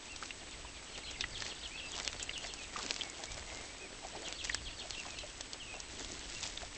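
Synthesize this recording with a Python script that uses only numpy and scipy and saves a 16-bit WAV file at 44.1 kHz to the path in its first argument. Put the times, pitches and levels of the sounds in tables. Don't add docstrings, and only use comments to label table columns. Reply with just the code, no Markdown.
import sys
import numpy as np
from scipy import signal
from scipy.fft import rfft, irfft, next_fast_len
from scipy.io import wavfile
from scipy.ndimage import map_coordinates

SR = 44100
rng = np.random.default_rng(int(sys.argv[2]) if len(sys.argv) > 2 else 0)


def log_audio(samples):
    frames = np.atleast_2d(samples).T
    limited = np.clip(frames, -1, 1)
    pcm = np.round(limited * 32767).astype(np.int16)
    wavfile.write(sys.argv[1], SR, pcm)


N = 298557
TIME = np.arange(N) / SR

# freq_hz, gain_db
HISS_EQ = [(50, -19.5), (110, -11.5), (280, 3.5), (600, -4.5), (1150, -4.5), (1900, -4), (2800, -3.5),
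           (5000, -6), (7600, -7.5), (9000, -9)]
# freq_hz, gain_db
WIND_EQ = [(8, -5), (25, -2), (42, 0), (60, -2), (85, -5.5), (120, -10), (200, -22), (500, -50)]
# peak_s, length_s, level_db
WIND_PUFFS = [(.63, 0.11, -53), (1.3, 0.25, -52), (2.15, 0.13, -58), (3.37, 0.18, -53.5), (4.63, 0.27, -56),
              (6.12, 0.56, -56.5)]
# time_s, level_db
BREEZE_LEVELS = [(0, -60), (.3, -60), (.6, -57), (2.4, -56.5), (2.9, -59), (4, -58), (5.2, -55.5),
                 (5.6, -58), (6.77, -54)]
# pitch_hz, level_db
WHINE_TONES = [(7867, -61), (8133, -61.5)]

# time_s, level_db
NUZZLE_LEVELS = [(0, -60.5), (.6, -61.5), (1.6, -57.5), (2.6, -59.5), (3.9, -62.5), (5.2, -58), (5.6, -61),
                 (6.77, -59.5)]
# peak_s, length_s, soil_db, grass_db
SNOUT_SHOVES = [(.24, .11, -60, -57.5), (1.001, 0.11, -61.5, -66.5), (1.448, .13, -53.5, -53),
                (1.981, .14, -50, -52), (2.2, 0.1, -57, -63), (2.45, 0.059, -59, -54),
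                (2.589, 0.11, -60, -60.5), (2.795, 0.082, -49.5, -53), (2.907, 0.19, -51, -50),
                (3.202, 0.095, -54.5, -55.5), (3.35, 0.12, -52.5, -55.5), (3.569, 0.19, -51, -54),
                (3.838, .1, -57, -67.5), (4.109, 0.22, -55, -59), (4.271, .08, -52.5, -53.5),
                (4.465, 0.089, -61, -53), (4.799, 0.054, -56, -59), (4.975, 0.27, -62.5, -56),
                (5.755, 0.052, -59, -60), (6.078, 0.28, -60.5, -53), (6.294, .11, -61, -54),
                (6.449, .14, -62, -49.5), (6.621, .09, -59, -57), (6.76, .05, -53.5, -59)]
# freq_hz, gain_db
SOIL_EQ = [(80, -24.5), (170, 0), (300, 1), (700, 2.5), (1200, -5.5), (2200, -2), (4000, -26.5),
           (8000, -47.5)]
# freq_hz, gain_db
GRASS_EQ = [(500, -23.5), (1200, -7.5), (2000, -1), (3300, 2.5), (5000, 2.5), (7500, 0), (9000, 1)]
# pitch_hz, gain_db
STALK_TICKS = [(900, -10.5), (1900, -2), (3100, -1.5), (4600, -6), (6800, 2.5)]

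# start_s, length_s, pitch_hz, glide_share,
# arch_share, level_db (shares of the pitch)
CHICK_PEEPS = [(0.085, .066, 2600, -0.041, .13, -51), (.657, 0.038, 2880, -.17, 0, -55.5),
               (.729, .08, 2400, -.18, 0, -58.5), (1.04, 0.044, 4150, -.04, 0.014, -51.5),
               (1.708, 0.072, 2516, 0.13, .04, -48.5), (1.816, 0.066, 2670, -0.0081, -0.0096, -47.5),
               (2.204, .032, 2950, -.3, 0, -50), (2.355, 0.034, 2910, -0.12, 0.0053, -48),
               (2.567, 0.063, 2640, -.18, -.05, -51), (3.005, 0.12, 2230, -0.084, -0.037, -56),
               (3.261, 0.07, 2300, .05, 0.016, -57.5), (3.451, 0.22, 2080, -0.0085, 0.04, -59.5),
               (3.67, 0.058, 2300, .05, 0, -59), (3.793, 0.084, 2400, -0.13, .1, -52.5),
               (4.238, .065, 2860, -0.31, 0, -52.5), (4.967, 0.049, 2670, -.09, .12, -47.5),
               (5.075, .085, 2490, -.08, 0, -55.5), (5.168, .025, 2700, -.15, 0, -51),
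               (5.6, 0.035, 2890, -0.25, .03, -48), (5.648, 0.025, 2820, -.13, -0.0086, -53),
               (5.67, .075, 2510, -0.041, 0.014, -52), (5.74, .026, 2710, -.1, 0, -52),
               (6.347, 0.045, 2730, -0.0098, 0.0041, -50)]
# offset_s, pitch_hz, gain_db
SYRINX_LOW = [(-.06, 4700, -16.5), (-.04, 4750, -4), (-.028, 4492, -12.5), (-.022, 3984, -7),
              (-.016, 3637, 2), (-.007, 3162, -2.5), (0, 3600, 1), (.008, 2865, 3.5), (.02, 2490, -9.5),
              (.027, 2440, -37)]
# offset_s, pitch_hz, gain_db
SYRINX_HIGH = [(-.03, 3873, -41.5), (-.017, 4150, -7.5), (-.004, 4480, 0), (.001, 4438, -21.5),
               (.006, 3920, 0.5), (.014, 3200, -8), (.025, 2625, -16.5), (.031, 2505, -37.5)]
# first_s, last_s, pitch_ratio, level_db
TWITTER_RUNS = [(.534, .534, 0.75, -55), (0.952, 2.635, 1.0, -49.5), (4.272, 4.945, .99, -47.5),
                (5.208, 5.208, 0.91, -53)]
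# peak_s, length_s, level_db
BROOD_SWELLS = [(1.3, 0.42, -52), (2.45, .5, -60), (4.55, 0.46, -54.5)]

# break_s, level_db, centre_hz, splinter_share (0 a clean crack, 1 all splinters)
ROOT_SNAPS = [(.162, -46, 4800, .5), (.2342, -48.5, 3500, 0.5), (.9779, -47.5, 2750, 0.76),
              (1.1113, -48, 5600, 1), (1.2091, -36.5, 3500, 0.8), (1.4047, -44.5, 3560, 0.7),
              (1.422, -42.5, 2810, 0.55), (1.4656, -44.5, 3050, .5), (1.967, -47, 4780, .2),
              (1.979, -45, 3970, .3), (1.988, -46, 3130, .6), (2.0002, -42, 3030, 0.5),
              (2.0494, -44.5, 4570, 0.3), (2.0776, -35, 3900, 0.08), (2.13, -45.5, 2177, 0.6),
              (2.1976, -45.5, 2840, .8), (2.2271, -37.5, 8040, 0.92), (2.379, -45, 5860, 0.2),
              (2.4705, -47.5, 5470, 0.5), (2.538, -43.5, 6414, 0.4), (2.7675, -45.5, 2470, 0.7),
              (2.8639, -42.5, 4900, .2), (2.909, -34, 3530, 0.2), (2.9639, -45, 3360, 0.5),
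              (3.0354, -45, 3620, 0.06), (3.0998, -46, 5500, 0.2), (3.2379, -43, 4700, 0.5),
              (3.3185, -46, 5700, 0.6), (4.3261, -43, 3300, 0.1), (4.4472, -43.5, 4560, .3),
              (4.4521, -41.5, 4817, 0.4), (4.5464, -32.5, 5160, 0.19), (4.9002, -50, 6200, 0.3),
              (4.9075, -41, 3980, .1), (5.1059, -48.5, 4660, 0.7), (5.1877, -45.5, 3600, 0.9),
              (5.4094, -42, 4960, 0.57), (5.5332, -42, 5222, 0.4), (5.8025, -44, 5780, 0.5),
              (6.4297, -41.5, 4700, 0.9), (6.437, -41, 3640, 1)]
# start_s, level_db, pitch_hz
LIP_SMACKS = [(.2258, -42, 1340), (.307, -42, 2680), (.6467, -51, 973), (1.2089, -38, 3790),
              (1.2401, -36, 1970), (1.4222, -44, 1800), (1.463, -48, 2140), (2.2936, -46, 2074),
              (2.2939, -39, 2790), (2.3111, -48, 2130), (2.445, -48, 680), (2.449, -47, 2060),
              (2.7602, -42.5, 1210), (3.0101, -38, 3100), (3.0173, -38, 3280), (4.049, -47.5, 637),
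              (4.1519, -45.5, 718), (4.4973, -34, 1950), (4.5471, -40.5, 1763), (5.0524, -49, 1060),
              (5.0633, -51.5, 706), (5.2349, -45, 606), (6.5752, -41.5, 3570), (6.6317, -46, 687)]
# start_s, length_s, centre_hz, level_db
FALLING_CLODS = [(1.183, 0.09, 257, -58), (1.952, 0.065, 898, -52.5), (2.799, 0.151, 300, -54.5),
                 (3.295, 0.36, 701, -59.5), (5.879, 0.38, 300, -56), (6.42, 0.046, 850, -52.5)]
# start_s, length_s, centre_hz, level_db
SNOUT_PUFFS = [(2.752, 0.026, 1260, -46), (2.785, 0.028, 1080, -44), (3.049, 0.039, 710, -53.5),
               (3.189, 0.029, 736, -50.5), (3.803, 0.074, 371, -53.5), (4.019, 0.051, 760, -49),
               (4.12, 0.057, 637, -51), (4.128, 0.11, 407, -52.5), (4.211, .075, 624, -52),
               (4.803, 0.07, 676, -53), (5.726, 0.062, 690, -50)]
# freq_hz, gain_db
TREBLE_EQ = [(7700, 0.5), (8200, -6.5), (8600, -16.5), (8900, -28.5), (9200, -49.5)]

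WHINE_FLIPS_PER_S, TOP_HZ = 30, 9222
NUZZLE_GRASS_DB = -1.5
TWITTER_GAP_S, TWITTER_TEMPO_SPREAD, BROOD_REST_DB = .138, .1, -61.5
RUN_SAG_DB, RUN_SAG_PITCH = 3.5, .062
ECHO_DB, ECHO_T60_S = -6.5, .14
FIBRE_HZ, FIBRE_DB, FIBRE_SCATTER_DB = 4800, 4, 2
CRACK_WIDTH_HZ, SPLINTER_WIDTH_HZ = 7172, 4620
BREAK_S, BREAK_RAGGED = .00055, .18
JOLT_HZ, JOLT_DB = 910, -9
SMACK_HZ, SMACK_T60_S, SMACK_SIZE_LAW = 2020, .022, .93


def amp(db):
    return 10 ** (np.asarray(db) / 20)


def unit(x):
    return x / np.sqrt(np.mean(x ** 2) + 1e-20)


def wobble(rate, size=N):
    knots = rng.standard_normal(int(size * rate / SR) + 4)
    return map_coordinates(knots, [np.arange(size) * rate / SR])


def filtered(x, response):
    size = next_fast_len(N + 8192)
    return irfft(rfft(x, size) * response(np.fft.rfftfreq(size, 1 / SR)), size)[:N]


def eq(x, points):
    freqs, db = np.transpose(points)
    return filtered(x, lambda hz: amp(np.interp(np.log(hz + 1), np.log(freqs), db)))


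def resonate(x, hz, *widths_hz):
    for width in widths_hz:
        x = signal.lfilter(*signal.iirpeak(hz, hz / np.clip(width, 30, 8000), SR), x)
    return x


def add(track, s, x):
    part = track[max(round(s * SR), 0):][:len(x)]
    part += x[:len(part)]


def burst(x, db):
    return amp(db) * x * np.sqrt(.01 * SR / np.sum(x ** 2))


def grains(rate, spread_db):
    happens = rng.random(N) < rate / SR
    size = amp(spread_db * np.minimum(rng.exponential(size=N), 4))
    return unit(happens * size * rng.choice([-1, 1], N))


def swells(rows, rest_db):
    power = sum(amp(db) ** 2 * np.exp(-np.pi * ((TIME - s) / length) ** 2) for s, length, db in rows)
    return np.sqrt(amp(rest_db) ** 2 + power)


def background():
    hiss = amp(-51.5) * unit(eq(rng.standard_normal(N), HISS_EQ))
    buffet = unit(eq(rng.standard_normal(N), WIND_EQ) * amp(2 * wobble(12)))
    wind = swells(WIND_PUFFS, np.interp(TIME, *np.transpose(BREEZE_LEVELS))) * buffet
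    polarity = np.sign(np.sin(np.pi * WHINE_FLIPS_PER_S * TIME))
    whine = sum(amp(db) * np.sqrt(2) * np.sin(2 * np.pi * hz * TIME) for hz, db in WHINE_TONES)
    return hiss + wind + polarity * whine


def rooting():
    nuzzle_db = np.interp(TIME, *np.transpose(NUZZLE_LEVELS))
    soil_gain = swells([(s, length, db) for s, length, db, _ in SNOUT_SHOVES], nuzzle_db)
    grass_shoves = [(s, length, db) for s, length, _, db in SNOUT_SHOVES]
    grass_gain = swells(grass_shoves, nuzzle_db + NUZZLE_GRASS_DB)
    clumps = amp(2 * wobble(80))
    crumbs = grains(rate=450, spread_db=3.5) + .5 * rng.standard_normal(N)
    crackle = grains(rate=1000, spread_db=1) + .5 * rng.standard_normal(N)
    soil = unit(eq(crumbs, SOIL_EQ) * clumps * amp(2.15 * wobble(40)))
    grass = unit(eq(crackle, GRASS_EQ) * clumps)
    ticks = unit(sum(amp(db) * unit(resonate(grains(rate=45, spread_db=3.5), hz, .22 * hz))
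                     for hz, db in STALK_TICKS))
    return soil_gain * amp(-.5) * soil + grass_gain * (amp(5.5) * grass + amp(-2) * ticks)


def whistle(hz, waver):
    pitch = hz * (1 + waver * wobble(168.9, size=len(hz)))
    flutter = amp(2.6 * wobble(130, size=len(hz)) - .7)
    return np.sqrt(2) * np.sin(2 * np.pi * np.cumsum(pitch) / SR) * flutter


def peeps():
    out = np.zeros(N)
    for s, length, hz, glide, arch, db in CHICK_PEEPS:
        progress = np.linspace(0, 1, int(length * SR))
        bow = np.abs(np.sin(np.pi * progress))
        pitch = hz * (1 + glide * (progress - .5) + arch * (bow - .5))
        add(out, s, amp(db) * bow ** .32 * whistle(pitch, waver=.016))
    return out


def twitters(calls):
    out = np.zeros(N)
    for s, ratio, db in calls:
        tempo = np.exp(rng.normal(0, TWITTER_TEMPO_SPREAD))
        for voice in (SYRINX_LOW, SYRINX_HIGH):
            offsets, hz, gain_db = np.transpose(voice)
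            offsets = offsets * tempo
            t = np.arange(offsets[0], offsets[-1], 1 / SR)
            pitch = ratio * rng.normal(1, .01445) * np.interp(t, offsets, hz)
            envelope = amp(db + np.interp(t, offsets, gain_db))
            add(out, s + offsets[0], envelope * whistle(pitch, waver=.02535))
    return out


def brood_calls():
    moments = np.cumsum(rng.uniform(.04, .16, size=66))
    level_db = 20 * np.log10(swells(BROOD_SWELLS, BROOD_REST_DB))
    return [(s, rng.uniform(.77, 1.05), np.interp(s, TIME, level_db)) for s in moments]


def run_calls():
    for first, last, ratio, db in TWITTER_RUNS:
        count = round((last - first) / TWITTER_GAP_S) + 1
        for k, s in enumerate(np.linspace(first, last, count)):
            sag = 1 - np.sin(np.pi * (k + .5) / count)
            yield s, ratio * (1 - RUN_SAG_PITCH * sag), db - RUN_SAG_DB * sag


def chicks():
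    voices = twitters(list(run_calls()) + brood_calls()) + peeps()
    t = np.arange(SR // 3) / SR
    scatter = rng.standard_normal(len(t)) * amp(-60 * t / ECHO_T60_S) * (t > .008)
    echo = signal.fftconvolve(voices, scatter / np.linalg.norm(scatter))[:N]
    return voices + amp(ECHO_DB) * echo


def torn_fibres():
    for s, length, _, grass_db in SNOUT_SHOVES:
        for when, strength, pitch in rng.standard_normal(size=(2, 3)):
            db = grass_db + FIBRE_DB + FIBRE_SCATTER_DB * strength
            hz = min(FIBRE_HZ * np.exp(.3 * pitch), TOP_HZ)
            yield s + .25 * length * when, db, hz, .3


def snaps():
    out = np.zeros(N)
    t = np.arange(-SR // 300, SR // 25) / SR
    after = np.maximum(t, 0)
    click = 1. * (t == 0)
    strain = np.exp(np.minimum(t, 0) / .00091)
    jolt = amp(JOLT_DB) * unit(resonate(click, JOLT_HZ, 1.8 * JOLT_HZ))
    for s, db, hz, share in list(ROOT_SNAPS) + list(torn_fibres()):
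        width = (1 - share) * CRACK_WIDTH_HZ + share * SPLINTER_WIDTH_HZ
        fade = amp(-60 * after / (.011 + .026 * share)) + .13 * amp(-60 * after / .1)
        splinters = unit(resonate(rng.standard_normal(len(t)) * fade * strain, hz, width, width))
        strands = BREAK_RAGGED * rng.standard_normal(len(t)) * np.exp(-after / BREAK_S) * (t > 0)
        crack = unit(resonate(click + strands, hz, width, width))
        snap = np.sqrt(1 - share) * (crack + jolt) + np.sqrt(share) * splinters
        add(out, s + t[0], burst(snap, db + 2))
    return out


def smacks():
    out = np.zeros(N)
    t = np.arange(SR // 15) / SR
    for s, db, hz in LIP_SMACKS:
        t60 = SMACK_T60_S * (SMACK_HZ / hz) ** SMACK_SIZE_LAW
        glide = 1 + rng.normal(0, .039) * np.minimum(t / t60, 1)
        ring = np.sin(2 * np.pi * np.cumsum(hz * glide) / SR)
        squelch = unit(resonate(rng.standard_normal(len(t)), hz, .27 * hz, .76 * hz))
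        envelope = amp(-60 * t / t60) * (1 - np.exp(-t / .00012))
        add(out, s, burst((ring + .6 * squelch) * envelope, db + .3))
    return out


def clods():
    out = np.zeros(N)
    for s, length, hz, db in FALLING_CLODS:
        n = int(length * SR)
        lumps = grains(rate=260, spread_db=3)[:n]
        thuds = unit(resonate(lumps, hz, .735 * hz, .85 * hz))
        envelope = np.abs(np.sin(np.linspace(0, np.pi, n))) ** .45
        add(out, s, amp(db) * thuds * envelope)
    return out


def snuffles():
    out = np.zeros(N)
    for s, length, hz, db in SNOUT_PUFFS:
        n = int(length * SR)
        breath = rng.standard_normal(n) * amp(3.5 * wobble(90, size=n))
        puff = unit(resonate(breath, hz, .38 * hz, .503 * hz))
        add(out, s, amp(db) * puff * np.sin(np.linspace(0, np.pi, n)))
    return out


def scene():
    pig = rooting() + clods() + snaps() + smacks() + snuffles()
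    return (pig + chicks() + background())[None]


def record(dry):
    softened = eq(dry[0], TREBLE_EQ)
    return filtered(softened, lambda hz: hz < TOP_HZ)[None]


dry = scene()
out = record(dry)
log_audio(out)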